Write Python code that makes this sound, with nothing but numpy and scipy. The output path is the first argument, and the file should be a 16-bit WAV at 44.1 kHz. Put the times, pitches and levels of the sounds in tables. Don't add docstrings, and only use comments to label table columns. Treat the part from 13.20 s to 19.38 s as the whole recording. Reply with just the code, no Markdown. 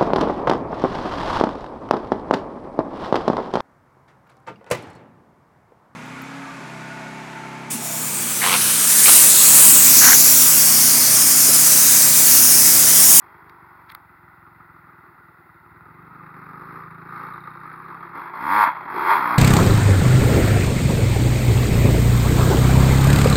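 import sys
import numpy as np
from scipy import signal
from scipy.fft import rfft, irfft, next_fast_len
from scipy.io import wavfile
from scipy.ndimage import uniform_filter1d, map_coordinates

SR = 44100
rng = np.random.default_rng(int(sys.argv[2]) if len(sys.argv) > 2 else 0)


def dump_mix(stems):
    frames = np.atleast_2d(stems).T
    limited = np.clip(frames, -1, 1)
    pcm = np.round(limited * 32767).astype(np.int16)
    wavfile.write(sys.argv[1], SR, pcm)


N = 272538
T = np.arange(N) / SR

# time in seconds, firings per second.
BIG_FIRING_RATE = [(0, 46.9), (.2, 51.2), (.6, 45.5), (1, 40), (1.6, 37), (2.3, 34.5), (3.1, 38), (3.3, 43),
                   (3.6, 65), (3.7, 54), (3.95, 56.5), (4.5, 48), (4.95, 48), (5.1, 50), (5.2, 57),
                   (5.25, 70), (5.31, 95.5), (5.35, 104), (5.39, 108), (5.425, 103), (5.46, 85), (5.5, 67),
                   (5.6, 47), (5.67, 40), (5.73, 50), (5.82, 69), (5.88, 92), (5.91, 102), (5.935, 101.5),
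                   (5.97, 80.5), (6, 67.5), (6.06, 57.2), (6.12, 62), (6.18, 55)]
# time in seconds, level in dB.
BIG_BARK_LEVEL = [(0, -43.5), (.08, -50.5), (.3, -51.5), (.75, -51), (.9, -63.5), (1.7, -54.5),
                  (2.3, -64.5), (2.75, -53.5), (3.02, -46.5), (3.5, -41), (3.58, -39.5), (3.63, -43),
                  (3.8, -47), (3.97, -34.5), (4.09, -35.5), (4.17, -39.5), (4.25, -40), (4.86, -40),
                  (4.93, -38.5), (4.95, -34), (5.02, -32), (5.12, -39), (5.14, -33), (5.22, -29),
                  (5.33, -17.5), (5.4, -14.5), (5.44, -13), (5.455, -21.5), (5.49, -19.5), (5.55, -32),
                  (5.675, -38), (5.69, -31), (5.8, -22.5), (5.85, -21), (5.91, -13.5), (6, -20.5),
                  (6.1, -20), (6.135, -18.5), (6.18, -23)]
# time in seconds, low orders in dB, pipe note in dB.
BIG_LOW_LEVELS = [(0, -64, -63.5), (.27, -69, -58.5), (.75, -65, -71), (1.2, -67.5, -70.5), (2.4, -67, -65),
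                  (3.02, -55.5, -59), (3.56, -51, -51.5), (3.7, -61, -57.5), (4.03, -50, -52.5),
                  (4.3, -56, -59), (4.9, -63, -56), (4.96, -47, -49), (5.12, -59.5, -52),
                  (5.23, -39.5, -51), (5.33, -36.5, -56), (5.39, -35, -37.5), (5.45, -52, -53),
                  (5.48, -37.5, -60), (5.55, -61, -54.5), (5.67, -51, -55), (5.76, -42.5, -34.5),
                  (5.91, -49.5, -35), (6, -37.5, -40.5), (6.1, -37, -54), (6.18, -32.5, -42)]
# start in seconds, end in seconds, roughness 0-1.
BIG_OPEN_SPANS = [(-.1, .85, .1), (3.15, 3.62, .15), (3.87, 4.16, .25), (4.945, 5.07, .25),
                  (5.135, 5.2, .25), (5.2, 5.455, .04), (5.685, 5.75, .15), (5.75, 6.3, .1)]
# time in seconds, facing 0-1.
BIG_FACING = [(0, .8), (1, .7), (1.4, .1), (4.6, .1), (5.25, 1), (5.5, 1), (5.8, .7), (5.92, .9),
              (6.05, .6)]
# frequency in Hz, relative gain in dB.
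BIG_BOOM_TONE = [(24, -67), (40, -12.5), (108, -12.5), (144, -7.5), (177, -2.5), (261, 0.5), (301, 5),
                 (449, -22.5), (513, -6), (720, -27), (940, -25.5), (1580, -120)]
# frequency in Hz, relative gain in dB.
BIG_PIPE_TONE = [(160, -38.5), (270, -20.5), (296, -30), (327, 7.5), (381, 5.5), (470, -3), (610, -65),
                 (1030, -120)]
# frequency in Hz, relative gain in dB.
BIG_ROAR_AHEAD = [(350, -46.5), (600, -18.5), (761, -14), (836, -6.5), (946, -1), (1540, -11.5),
                  (1740, -15), (2100, -14.5), (2960, -39), (3310, -29.5), (3610, -40), (4490, -40),
                  (5800, -71.5), (7540, -81.5), (12800, -120)]
# frequency in Hz, relative gain in dB.
BIG_ROAR_ASIDE = [(290, -45), (500, -21.5), (673, -39.5), (818, -13), (935, -16.5), (1210, -0.5),
                  (1580, -13.5), (2210, -21.5), (2980, -43.5), (3270, -45), (4010, -38), (5180, -46),
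                  (5800, -47), (7540, -75), (12800, -120)]
# frequency in Hz, relative gain in dB.
TAIL_PIPE_RING = [(350, -45), (520, -30), (650, -26), (780, -19), (860, -5), (930, 0), (990, -2),
                  (1070, -3), (1180, -5), (1280, -10), (1420, -8), (1550, -12), (1950, -20), (2600, -48)]
# frequency in Hz, gain in dB.
UPPER_ROAR = [(900, -24.5), (1900, -2.5), (16000, 5)]
# frequency in Hz, relative gain in dB.
SIZZLE_TONE = [(2940, -20), (5000, -1.5), (5370, -0.5), (6120, -29.5), (7210, -17), (8050, -20),
               (8700, -7.5), (9860, -16), (11000, 0), (13000, -1), (15800, -8)]

# time in seconds, firings per second.
LITTLE_FIRING_RATE = [(0, 26.83), (.25, 25.48), (.375, 24.3), (.625, 23.7), (.875, 21.9), (1, 22),
                      (1.125, 20.2), (1.25, 22.5), (1.375, 22.5), (1.5, 21.2), (2, 19.4), (2.125, 20.2),
                      (2.25, 18.5), (2.5, 18.45), (2.625, 21.5), (2.75, 23.55), (3, 25.68), (3.6, 26.7),
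                      (4, 28.2), (4.4, 31.2), (4.8, 33.7), (5.7, 35.05)]
# time in seconds, silencer note in dB, deep thud in dB, intake drone in dB.
LITTLE_LEVELS = [(0, -66, -65, -64), (.2, -60.5, -62.5, -62), (.85, -63.5, -62.5, -66.5),
                 (1.11, -59.5, -62, -64.5), (1.7, -57.5, -61.5, -63.5), (1.78, -61, -64.5, -63),
                 (2.4, -61, -64, -65.5), (2.48, -58.5, -58, -61), (2.73, -53, -60, -63),
                 (3.07, -49, -65, -71), (3.55, -47, -60, -67), (3.95, -46, -60, -61),
                 (4.36, -49.5, -63, -59), (4.85, -50, -67, -53.5), (5.15, -55.5, -73, -64.5),
                 (6.18, -51.5, -61, -77)]
# time in seconds, tick in dB, bright ping in dB.
VALVE_LEVELS = [(0, -106, -104), (3.9, -74.5, -78), (4.14, -65, -81), (4.22, -64.5, -80), (4.5, -76, -70.5),
                (4.8, -75, -76.5), (4.95, -86, -88), (6.18, -85, -90)]
# start in seconds, end in seconds, scatter of firing size in dB.
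LITTLE_OPEN_SPANS = [(1.15, 1.75, 1.5), (2.45, 6.3, .6)]
# frequency in Hz, relative gain in dB.
THUD_TONE = [(18, -54.5), (30, -37.5), (59, -3.5), (75, 3), (125, 2), (160, -56.5), (280, -120)]
# frequency in Hz, relative gain in dB.
SILENCER_TONE = [(56, -30.5), (95, -8), (150, 6.5), (166, 9), (200, -3.5), (216, -15.5), (260, -3),
                 (340, -43.5), (570, -120)]
# frequency in Hz, relative gain in dB.
AIR_BOX_TONE = [(140, -35.5), (230, -4.5), (269, -17), (350, 12), (432, -54), (480, -22.5), (620, -54),
                (1060, -120)]
# frequency in Hz, relative gain in dB.
RASP_TONE = [(350, -60.5), (600, -43.5), (887, -8.5), (1110, -12), (1230, 4.5), (1570, -8), (2170, -16.5),
             (2600, -21), (3000, -49.5), (3900, -79), (6600, -120)]
# frequency in Hz, relative gain in dB.
WHIRR_TONE = [(250, -27), (420, -31), (618, -19), (866, -6.5), (1120, -5.5), (1200, -24.5), (1320, -1.5),
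              (1430, -1.5), (1650, -15.5), (2020, -8), (3000, -65), (3900, -60.5), (6600, -120)]
# frequency in Hz, relative gain in dB.
VALVE_TICK_TONE = [(3200, -40), (3550, -14), (3700, 0), (3930, -3), (4200, -20), (7000, -45), (9300, -28),
                   (10200, -14), (11000, -25), (12400, -22), (16000, -32)]
# frequency in Hz, relative gain in dB.
VALVE_PING_TONE = [(6000, -62), (9300, -18.5), (10200, 0.5), (11000, -11.5), (16000, -14.5)]

# time in seconds, level in dB before the lift and filter of each band,
# 60 dB decay of the body in seconds, time constant of the lead-in scrape in seconds, extra treble in dB.
FINGER_TAPS = [(0.2977, -33.5, 0.004, 0.0024, -19), (0.7012, -31, 0.011, 0.0054, -20),
               (0.721, -34.5, 0.009, 0.0051, -9), (0.7496, -26, 0.0083, .0003, -6.5)]
# frequency in Hz, gain in dB.
HOUSING_TONE = [(600, -21), (1300, 9), (1600, 1.5), (2050, 6.5), (2700, -6.5), (3450, -1), (4500, -7),
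                (6500, -14), (9000, -39)]
# frequency in Hz, gain in dB.
TAP_EDGE_TONE = [(5000, -57.5), (8000, -13.5), (11300, -4), (13200, -1.5), (16000, -2)]
# frequency in Hz, time to fall 60 dB in seconds.
TREE_DECAY = [(100, 0.089), (1000, 0.064), (10000, 0.14)]
# frequency in Hz, gain in dB.
TREE_TONE = [(100, -30), (500, -26.5), (1000, -21.5), (10000, -6)]
# frequency in Hz, relative gain in dB.
BREEZE_TONE = [(8.8, -56), (15, -25.5), (41, 5), (55, 1.5), (72, -41.5), (120, -120)]
# frequency in Hz, relative gain in dB.
HISS_TONE = [(1470, -33), (2500, -3.5), (2830, -9), (3010, -14), (3510, -11.5), (4970, -14.5), (6070, -21),
             (8010, -18.5), (9570, -16.5), (15100, -9), (15800, -9.5)]
# centre in Hz, width in Hz.
CAMERA_NOTCHES = [(3000, 254), (6030, 2200), (8000, 1700)]

TOP_HZ = 15760
THROTTLE_S = .012
SHUT_ROUGH, STUMBLE_DB = .7, 2
SIZZLE_DB, SIZZLE_GROWS = -52, 0.9
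SHUT_DULLS_DB = 14
GROUND_ECHO_S, GROUND_ECHO_DB = .00427, -12
SPREAD_HZ, SPREAD_RAD = 160, 1.8
COASTING_DB = 3.2
RASP_DB, RASP_GROWS = -58, 0.72
RASP_WAVER_DB = -0.5
WHIRR_DB, WHIRR_GROWS = -53, 0.13


def big_bike():
    hz, = curves(BIG_FIRING_RATE)
    rough = throttled(BIG_OPEN_SPANS, SHUT_ROUGH)
    stumble_db = STUMBLE_DB * rough * wobble(25)
    bark_db = curves(BIG_BARK_LEVEL)[0] + stumble_db
    boom_db, pipe_db = curves(BIG_LOW_LEVELS) + stumble_db
    sizzle_db = SIZZLE_DB + SIZZLE_GROWS * (bark_db + 26) - SHUT_DULLS_DB * rough
    facing = np.clip(curves(BIG_FACING)[0], 0, 1)
    fired = firings(hz, .1, .025 * rough, 5 * rough)

    low_gas = puffs(fired, .06, .8)
    boom = mix(.5 * rough, layer(low_gas, BIG_BOOM_TONE), layer(fired, BIG_BOOM_TONE))
    low_gas = puffs(fired, .06, .8)
    pipe = mix(.7 * rough, layer(low_gas, BIG_PIPE_TONE), layer(fired, BIG_PIPE_TONE))

    ahead = layer(puffs(fired, 0.15, 0.18), BIG_ROAR_AHEAD)
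    aside = layer(puffs(fired, 0.097, 0.32), BIG_ROAR_ASIDE)
    roar = mix(facing, ahead, aside)

    in_tune = np.clip(.92 * facing - 1.2 * rough, 0, 1) * np.clip((hz - 52) / 20, 0, 1)
    ring = layer(spread(echoed(fired, GROUND_ECHO_S, GROUND_ECHO_DB)), TAIL_PIPE_RING)
    bark = mix(in_tune, ring + coloured(roar, UPPER_ROAR), roar)
    sizzle = layer(puffs(fired, 0.068, 0.33), SIZZLE_TONE)
    return amp(boom_db) * boom + amp(pipe_db) * pipe + amp(bark_db) * bark + amp(sizzle_db) * sizzle


def little_bike():
    hz, = curves(LITTLE_FIRING_RATE)
    thump_db, thud_db, drone_db = curves(LITTLE_LEVELS)
    tick_db, ping_db = curves(VALVE_LEVELS)
    rasp_db = RASP_DB + RASP_GROWS * (thump_db + 60) + RASP_WAVER_DB * wobble(16)
    whirr_db = WHIRR_DB + WHIRR_GROWS * (thump_db + 61.5)
    lumpy_db = throttled(LITTLE_OPEN_SPANS, COASTING_DB)
    fired = firings(hz, .27, .004 * lumpy_db, lumpy_db)

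    thud = layer(fired + 0.0029 * puffs(fired, .1, .6), THUD_TONE)
    thump = layer(fired + .001 * puffs(fired, .1, 0.53), SILENCER_TONE)
    drone = layer(fired + 0.013 * puffs(fired, 0.3, 0.76), AIR_BOX_TONE)
    rasp = layer(puffs(echoed(fired, .008, -1), .03, .1), RASP_TONE)
    whirr = unit(coloured(rng.standard_normal(N), WHIRR_TONE))

    tick_hits = fired * amp(3 * rng.standard_normal(N))
    tick = layer(tick_hits + 0.022 * puffs(fired, 0.041, .02), VALVE_TICK_TONE)
    ping_hits = fired * amp(3.2 * rng.standard_normal(N))
    ping = layer(puffs(ping_hits, .012, .02), VALVE_PING_TONE)

    exhaust = amp(thud_db) * thud + amp(thump_db) * thump + amp(rasp_db) * rasp
    valves = amp(tick_db) * tick + amp(ping_db) * ping
    return exhaust + amp(drone_db) * drone + amp(whirr_db) * whirr + valves


def taps():
    body, edge = np.zeros(N), np.zeros(N)
    t = np.arange(-SR // 20, SR // 20) / SR
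    for s, db, t60, scrape_s, treble_db in FINGER_TAPS:
        envelope = np.where(t < 0, 0.51 * np.exp(t / scrape_s), amp(-60 * t / t60))
        tick = envelope * rng.standard_normal(len(t))
        first = round((s + t[0]) * SR)
        body[first:][:len(t)] += amp(db + 4.5) * tick
        edge[first:][:len(t)] += amp(db + 10.0 + treble_db - 60 * np.maximum(t, 0) / t60) * tick
    return coloured(body, HOUSING_TONE) + coloured(edge, TAP_EDGE_TONE)


def trees(x):
    hz, t, z = signal.stft(rng.standard_normal(SR // 2), SR, nperseg=256)
    fade = amp(-60 * t / along(TREE_DECAY, hz)[:, None])
    tail = signal.istft(z * fade, SR, nperseg=256)[1]
    late = np.pad(x, (500, 0))
    return signal.fftconvolve(late, tail / np.linalg.norm(tail))[:N]


def breeze():
    return amp(-90) * unit(coloured(rng.standard_normal(N), BREEZE_TONE))


def camera_hiss():
    return amp(-67.5) * unit(coloured(rng.standard_normal(N), HISS_TONE))


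def firings(rate, start, jitter, scatter_db):
    turns = start + np.cumsum(rate) / SR
    at = np.flatnonzero(np.diff(np.floor(turns)))
    chance = rng.standard_normal((1000, 2))[:len(at)]
    size = amp(scatter_db[at] * chance[:, 0])
    shift = jitter[at] * chance[:, 1] * SR / rate[at]
    at = np.clip(at + shift, 0, N - 1).astype(int)
    return np.bincount(at, size, N)


def puffs(fired, t60, between):
    gate = signal.lfilter([1], [1, -amp(-60 / (t60 * SR))], fired)
    return (unit(gate) + between) * rng.standard_normal(N)


def throttled(spans, shut):
    value = np.full(N, float(shut))
    for start, end, held in spans:
        value[(T >= start) & (T < end)] = held
    return uniform_filter1d(value, size=round(THROTTLE_S * SR))


def echoed(x, delay, db):
    return x + amp(db) * np.pad(x, (round(delay * SR), 0))[:N]


def spread(x):
    size = next_fast_len(N + SR)
    knot = np.fft.rfftfreq(size, 1 / SR) / SPREAD_HZ
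    phase = map_coordinates(rng.standard_normal(int(knot[-1]) + 4), [knot])
    return irfft(rfft(x, size) * np.exp(1j * SPREAD_RAD * phase), size)[:N]


def wobble(rate):
    return map_coordinates(rng.standard_normal(int(N * rate / SR) + 4), [T * rate])


def coloured(x, points):
    size = 16384
    gain = amp(along(points, np.fft.rfftfreq(size, 1 / SR)))
    cep = irfft(np.log(gain + 1e-6))
    cep[1:size // 2] *= 2
    cep[size // 2 + 1:] = 0
    response = irfft(np.exp(rfft(cep)))[:size // 2]
    return signal.fftconvolve(x, response)[:N]


def layer(x, points):
    return steady(coloured(x, points))


def mix(share, a, b):
    return np.sqrt(share) * a + np.sqrt(1 - share) * b


def steady(x):
    power = uniform_filter1d(uniform_filter1d(x ** 2, size=6000), size=6000)
    return x / np.sqrt(np.abs(power) + 1e-20)


def unit(x):
    return x / np.sqrt(np.mean(x ** 2) + 1e-20)


def amp(db):
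    return 10 ** (np.asarray(db) / 20)


def along(points, hz):
    f, v = np.transpose(points)
    return np.interp(np.log(hz + 1), np.log(f + 1), v)


def curves(rows):
    s, *cols = np.transpose(rows)
    return [np.interp(T, s, c) for c in cols]


def scene():
    bikes = big_bike() + little_bike()
    scatter = trees(coloured(bikes, TREE_TONE))
    return (bikes + scatter + taps() + breeze())[None]


def record(dry):
    x = dry + camera_hiss()
    size = next_fast_len(N + SR // 2)
    f = np.fft.rfftfreq(size, 1 / SR)
    notches = [(c * c - f * f) / (c * c - f * f + 1j * f * w) for c, w in CAMERA_NOTCHES]
    gain = np.prod(notches, axis=0) * (f < TOP_HZ)
    return irfft(rfft(x, size) * gain, size)[:, :N]


dry = scene()
out = record(dry)
dump_mix(out)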